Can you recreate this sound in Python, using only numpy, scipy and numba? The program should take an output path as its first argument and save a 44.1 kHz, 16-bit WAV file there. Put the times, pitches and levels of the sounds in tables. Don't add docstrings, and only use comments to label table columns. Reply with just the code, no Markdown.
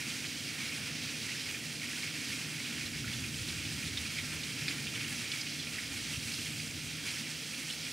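import sys
import numpy as np
from scipy import signal
from scipy.fft import rfft, irfft
from scipy.io import wavfile
from scipy.ndimage import uniform_filter1d
from numba import njit

SR = 44100
rng = np.random.default_rng(int(sys.argv[2]) if len(sys.argv) > 2 else 0)


def magnitude_from_level(level_db):
    exponent = np.asarray(level_db, float) / 20
    return 10 ** exponent


def wrap_up_sound(samples):
    columns = np.atleast_2d(samples).T
    tamed = np.clip(columns, -1, 1)
    steps = np.round(tamed * 32767).astype(np.int16)
    wavfile.write(sys.argv[1], SR, steps)


N = 349272
T = np.arange(N) / SR
HZ = np.maximum(np.arange(N // 2 + 1) * SR / N, 1)

# (time [s], strength [dB], heaviness of the drops [dB])
DOWNPOUR = [(0, -42, -3.5), (.4, -43, -3.5), (.8, -44, -1), (1.3, -42, -4), (1.8, -44, -2.5),
            (2.3, -42.5, -3), (2.9, -44, -2.5), (3.3, -43, -4), (3.8, -42.5, -3.5), (4.3, -42, -3),
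            (5, -44, -2), (5.4, -42.5, -3.5), (5.75, -44, -3), (6.15, -42, -4.5), (6.8, -44, -5),
            (7.15, -43, -4), (7.4, -44, -4), (7.92, -43, -4)]
# (time [s], peak [dB], low ring [Hz], high ring [Hz])
SILL_DRIPS = [
    (3.9725, -29, 2400, 3950),
    (4.6820, -19.5, 2350, 4600),
    (5.3172, -23, 3350, 4900),
]


def level(x, db):
    return x * magnitude_from_level(db) / np.sqrt(np.mean(x ** 2))


def curve(table):
    s, *columns = np.transpose(table)
    return [np.interp(T, s, c) for c in columns]


def shape(points, hz=HZ):
    f, db = np.transpose(points)
    return np.interp(np.log(hz), np.log(f), db)


def colour(x, gain):
    return irfft(rfft(x) * gain, N)


def walk(rate):
    hold = int(SR / rate)
    w = np.repeat(rng.standard_normal(N // hold + 1), hold)
    w = uniform_filter1d(uniform_filter1d(w, hold), hold)[:N]
    return w / w.std()


def bands(x, cross_hz, levels_db):
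    edges = [0] + [1 / (1 + (HZ / f) ** 12) for f in cross_hz] + [1]
    spectrum = rfft(x)
    out = np.zeros(N)
    for below, above, db in zip(edges, edges[1:], levels_db):
        band = irfft(spectrum * (above - below), N)
        out += level(band, 0) * magnitude_from_level(db)
    return out


@njit
def grains(start, hz, cycles, glide, size):
    out = np.zeros(N)
    for k in range(len(start)):
        w = 2 * np.pi * hz[k] / SR
        n = cycles[k] * SR / hz[k]
        fade, rise = np.exp(-1 / n), glide[k] ** (1 / n)
        phase, a = 0., size[k]
        for i in range(int(start[k]), min(N, int(start[k] + 5 * n))):
            phase += w
            w = min(w * rise, 3.)
            a *= fade
            out[i] += a * np.sin(phase)
    return out


def drops(count, lo_hz, hi_hz, cycles, glide, scatter_db):
    when, pitch, bigness, ring = rng.random((count, 4)).T
    hz = lo_hz + (hi_hz - lo_hz) * pitch
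    extra_db = np.minimum(-scatter_db * np.log(1 - bigness), 9)
    size = magnitude_from_level(extra_db) * np.sqrt(hz)
    return level(grains(when * N, hz, cycles * (.5 + ring), glide + 0 * hz, size), 0)


def door():
    # (frequency [Hz], level [dB per Hz])
    passed = [(470, -50.5), (800, -15.5), (1080, -16.5), (1350, -10.5), (1490, -9), (2190, -2.5),
              (2420, -2), (3700, 1.5), (4870, 3.5), (8960, 4), (15700, -14)]
    # (frequency [Hz], width [Hz], gain [dB])
    resonances = [(1380, 26, 4.5), (1780, 34, 1), (1850, 13, 5), (2170, 60, 3), (2260, 44, 4.5),
                  (2935, 69, 3), (2430, 110, 5), (2710, 126, 5.5), (3088, 43, 5.5), (3280, 114, 6),
                  (3960, 28, 1.5), (4630, 150, -0.5), (4940, 220, 0.5), (5340, 200, -1)]
    hz = np.maximum(np.arange(2049) * SR / 4096, 1)
    db = shape(passed, hz)
    for f, width, gain_db in resonances:
        db = db + gain_db / (1 + (2 * (hz - f) / width) ** 2)
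    cep = irfft(db * np.log(10) / 20)
    cep[1:2048] *= 2
    cep[2049:] = 0
    return irfft(np.exp(rfft(cep)))[:2048]


def sheets():
    # (time [s], swell [dB])
    gusts = [(0.07, 2), (0.72, 3), (1.38, 2.5), (1.88, 4), (2.2, 0.5), (2.83, 2), (3.08, 2.5), (3.47, 5),
             (7.68, 1), (6.86, 4), (3.66, -1), (4.18, 1.5), (4.68, 5.5), (4.93, 7), (5.07, 9), (5.32, 3.5),
             (5.79, 4), (6.46, 3.5), (7.05, 8)]
    rise_s, fall_s = 0.014, 0.048
    swell_db = np.zeros(N)
    for s, db in gusts:
        age = np.maximum(T - s, 0)
        swell_db += db * (1 - np.exp(-age / rise_s)) * np.exp(-age / fall_s)
    return swell_db


def rain(glass):
    hiss = rng.standard_normal(N)
    fizz = drops(count=14000, lo_hz=1044, hi_hz=14900, cycles=2.7, glide=1.023, scatter_db=2.5)
    bubbles = drops(count=3000, lo_hz=1190, hi_hz=6040, cycles=7.7, glide=1.05, scatter_db=4.5)
    outdoors = hiss + magnitude_from_level(-9.0) * fizz + magnitude_from_level(-15) * bubbles
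    indoors = signal.fftconvolve(outdoors, glass)[:N]
    strength_db, heavy_db = curve(DOWNPOUR)
    gust_db = sheets()
    steady_db = -43
    patter_db = strength_db + heavy_db + 0.63 * gust_db - 0.3 + .6 * walk(36) + 0.66 * walk(9)
    middle_db = strength_db - 1.6 + 0.5 * gust_db + .5 * walk(24) + 0.41 * walk(9)
    spray_db = -49.5 + 0.89 * gust_db + 1.33 * (strength_db - steady_db) + 0.5 * walk(32) + 0.55 * walk(8)
    flicker = magnitude_from_level(0.56 * walk(36) + 0.39 * walk(70))
    return flicker * bands(indoors, (2600, 6000), (patter_db, middle_db, spray_db))


def rumble():
    # (time [s], deep roll [dB], how hard it shakes the roof [dB])
    rolls = [(0, -65, 0), (.95, -61, 0), (1.2, -64, -1.5), (2.2, -67, -0.5), (2.72, -70, 5.5),
             (2.82, -55, 1), (3.25, -51, 7), (3.6, -54, 5), (3.9, -50, 6), (4.15, -57, 1), (4.4, -52, 0.5),
             (4.6, -62, 5.5), (5.15, -56, 1.5), (5.4, -65, -2), (5.8, -60, -5), (6.08, -55, 3.5),
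             (6.35, -59, -1), (7.92, -67, -7)]
    # (frequency [Hz], level [dB per Hz])
    low_end = [(18, -48), (36, -35), (46, -22.5), (64, -21), (77, -10.5), (140, -5), (183, -9), (235, -1.5),
               (290, -3.5), (390, -15), (445, -10.5), (700, -15.5), (1000, -26.5), (1500, -35.5)]
    roll_db, shake_db = curve(rolls)
    heavy_db = curve(DOWNPOUR)[1]
    steady_db = -58
    noise = colour(rng.standard_normal(N), magnitude_from_level(shape(low_end)))
    deep_db = roll_db - .6 + 1.5 * walk(6)
    thunder_db = -53 + 0.82 * shake_db + .1 * (roll_db - steady_db) + 1.0 * walk(7.7)
    roof_db = -50.0 + .45 * shake_db + .5 * walk(12)
    street_db = -57.5 - 0.13 * shake_db + 0.98 * heavy_db + 0.42 * walk(4.3)
    return bands(noise, (92, 165, 420), (deep_db, thunder_db, roof_db, street_db))


def fan():
    fan_hz, width_hz = 155, 6.5
    air = colour(rng.standard_normal(N), 1 / (1 + ((HZ - fan_hz) / width_hz) ** 2))
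    tone = np.sin(2 * np.pi * fan_hz * T) * magnitude_from_level(1.1 * walk(3.66))
    return level(level(air, 0) + magnitude_from_level(4) * tone, -55)


def splashes(table, count, cycles, glide, spread_oct, trim_db, burst_s):
    s, peak_db, hz = np.transpose(table)[:, :, None]
    c = rng.random((len(s), count, 2))
    c[:, 0] = 0, .5
    delay, detune = c[..., 0], c[..., 1]
    drip_s = np.transpose(SILL_DRIPS)[0]
    on_sill = abs(s - drip_s).min(axis=1, keepdims=True) < .003
    peak_db = peak_db - 8 * on_sill
    late = delay ** 1.1 * burst_s + .0006
    pitch = hz * 2 ** (spread_oct * (detune - .5))
    size = magnitude_from_level(peak_db + trim_db - 17.0 * delay).ravel()
    return grains((s + late).ravel() * SR, pitch.ravel(), cycles + 0 * size, glide + 0 * size, size)


def lesser(count, top_db, range_db, lo_hz, hi_hz):
    when, softness, pitch = rng.random((count, 3)).T
    s = when * (N - SR // 20) / SR
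    return np.transpose([s, top_db - range_db * softness, lo_hz * (hi_hz / lo_hz) ** pitch])


def splats():
    # (time [s], peak [dB], centre [Hz])
    bursts = [(0.2543, -27.5, 3910), (0.6769, -22, 4800), (0.7627, -23, 3960), (1.2286, -27, 3930),
              (0.1, -22, 3300), (1.8826, -32, 5250), (2.2917, -25, 3980), (2.8604, -19, 4730),
              (3.1308, -22, 3700), (3.4845, -19.5, 4450), (3.6532, -21.5, 3370), (3.875, -22, 3960),
              (3.973, -9, 3920), (4.0612, -20, 4540), (4.1824, -22, 4470), (4.4333, -21, 3950),
              (4.6808, -9, 4360), (4.7202, -20, 4800), (4.8678, -22, 3080), (4.9516, -22, 3330),
              (5.0058, -27, 3330), (5.3168, -11, 4300), (5.4111, -15, 5950), (5.5972, -21, 4440),
              (6.336, -20, 4800), (6.467, -31, 3090), (7.1821, -18.5, 5260), (7.0753, -22, 3100),
              (7.7011, -23.5, 3460), (7.7209, -20, 5240)]
    paving = np.vstack([bursts, lesser(count=28, top_db=-31, range_db=31, lo_hz=2940, hi_hz=5200)])
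    return splashes(paving, count=16, cycles=2.6, glide=0.93, spread_oct=0.58, trim_db=-10, burst_s=.015)


def gulps():
    # (time [s], peak [dB], bubble pitch [Hz])
    deep = [(0.247, -32, 1700), (0.2922, -35, 2430), (0.315, -33, 1950), (0.7093, -37, 1790),
            (0.7567, -38, 1850), (1.288, -31, 1960), (1.348, -32.5, 1850), (1.8312, -31, 1800),
            (1.931, -27.5, 1780), (1.9689, -36, 1660), (3.0425, -30, 1380), (3.0776, -34, 1700),
            (4.9766, -31, 1940), (5.1183, -35, 1970), (7.1, -37, 2250)]
    return splashes(deep, count=5, cycles=4.8, glide=1.04, spread_oct=0.53, trim_db=-4.5, burst_s=.021)


def plops():
    # (time [s], peak [dB], bubble pitch [Hz])
    shallow = [(0.4708, -24, 2380), (0.6918, -24, 2260), (1.077, -21, 2430), (1.3159, -22.5, 2500),
               (1.4875, -21, 2500), (1.5434, -19.5, 2430), (1.8317, -25, 2130), (1.8841, -26, 2190),
               (2.0303, -20, 2330), (2.2258, -28, 2260), (2.3191, -19, 2330), (2.8095, -22, 2420),
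               (2.9302, -22, 2260), (3.0764, -23, 2210), (3.2395, -20, 2420), (3.8267, -23, 2500),
               (4.1031, -28, 2400), (4.1869, -18.5, 2200), (4.2762, -23.5, 2170), (4.9726, -27, 2030),
               (5.0055, -18, 2460), (5.3368, -20, 2430), (5.4665, -20, 2560), (5.67, -23, 2480),
               (5.7833, -19.5, 2160), (6.133, -20, 2870), (6.1569, -22, 2710), (6.5969, -23, 2710),
               (7.5343, -22, 2450), (7.867, -21, 2380)]
    puddle = np.vstack([shallow, lesser(count=70, top_db=-26, range_db=10, lo_hz=2160, hi_hz=2750)])
    return splashes(puddle, count=8, cycles=4.3, glide=1.02, spread_oct=0.35, trim_db=-11.5, burst_s=.022)


def drips():
    s, peak_db, low_hz, high_hz = np.transpose(SILL_DRIPS)
    low = grains(s * SR, low_hz, 2.2 + 0 * s, 1 + 0 * s, magnitude_from_level(peak_db))
    high = grains(s * SR, high_hz, 2.8 + 0 * s, 1 + 0 * s, magnitude_from_level(peak_db - 2.5))
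    return low + high


def porch(x, echo_s=.0041, echo_db=-3, tail_db=-4, t60=.1):
    t = T[:SR // 4]
    wash = rng.standard_normal(len(t)) * magnitude_from_level(-60 * t / t60) * np.minimum(t / 0.0013, 1)
    reply = magnitude_from_level(tail_db) * wash / np.sqrt(np.sum(wash ** 2))
    reply[0] += 1
    reply[int(echo_s * SR)] += magnitude_from_level(echo_db)
    return signal.fftconvolve(x, reply)[:N]


def near_drops():
    low_hz, high_hz = 1460, 6200
    heard = porch(plops() + splats() + gulps() + drips())
    return colour(heard, 1 / (1 + (low_hz / HZ) ** 6 + (HZ / high_hz) ** 4))


def scene():
    # (frequency [Hz], left minus right [dB])
    balance = [(60, .5), (200, .1), (700, -.5), (1290, -2), (2400, -2), (3400, -3), (11000, -3),
               (12500, -2), (14300, -1.5)]
    # (frequency [Hz], level under the shared sound [dB])
    differing = [(30, -21), (60, -22), (130, -17), (290, -13), (640, -6), (1100, -7.5), (2000, -18),
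                 (3000, -22), (3500, -70), (10500, -70), (12500, -14.5)]
    shared = rain(door()) + near_drops() + rumble() + fan()
    room = rfft(rng.standard_normal(N) * np.exp(-T / 0.15))
    scramble = room / abs(room)
    diffuse = colour(shared, magnitude_from_level(shape(differing)) * scramble)
    lean = magnitude_from_level(shape(balance) / 2)
    return np.array([colour(shared + diffuse, lean), colour(shared - diffuse, 1 / lean)])


def roll_off(x):
    return signal.sosfilt(signal.butter(12, 16370, fs=SR, output="sos"), x)


def record(dry):
    hiss_db, hiss_from_hz = -61, 11000
    hiss = level(colour(rng.standard_normal(N), 1 / (1 + (hiss_from_hz / HZ) ** 6)), hiss_db)
    mid = colour(dry[0] + dry[1] + 2 * hiss, HZ < 15730) / 2
    side = colour(dry[0] - dry[1], HZ < 14300) / 2
    return roll_off(np.array([mid + side, mid - side]))


dry = scene()
out = record(dry)
wrap_up_sound(out)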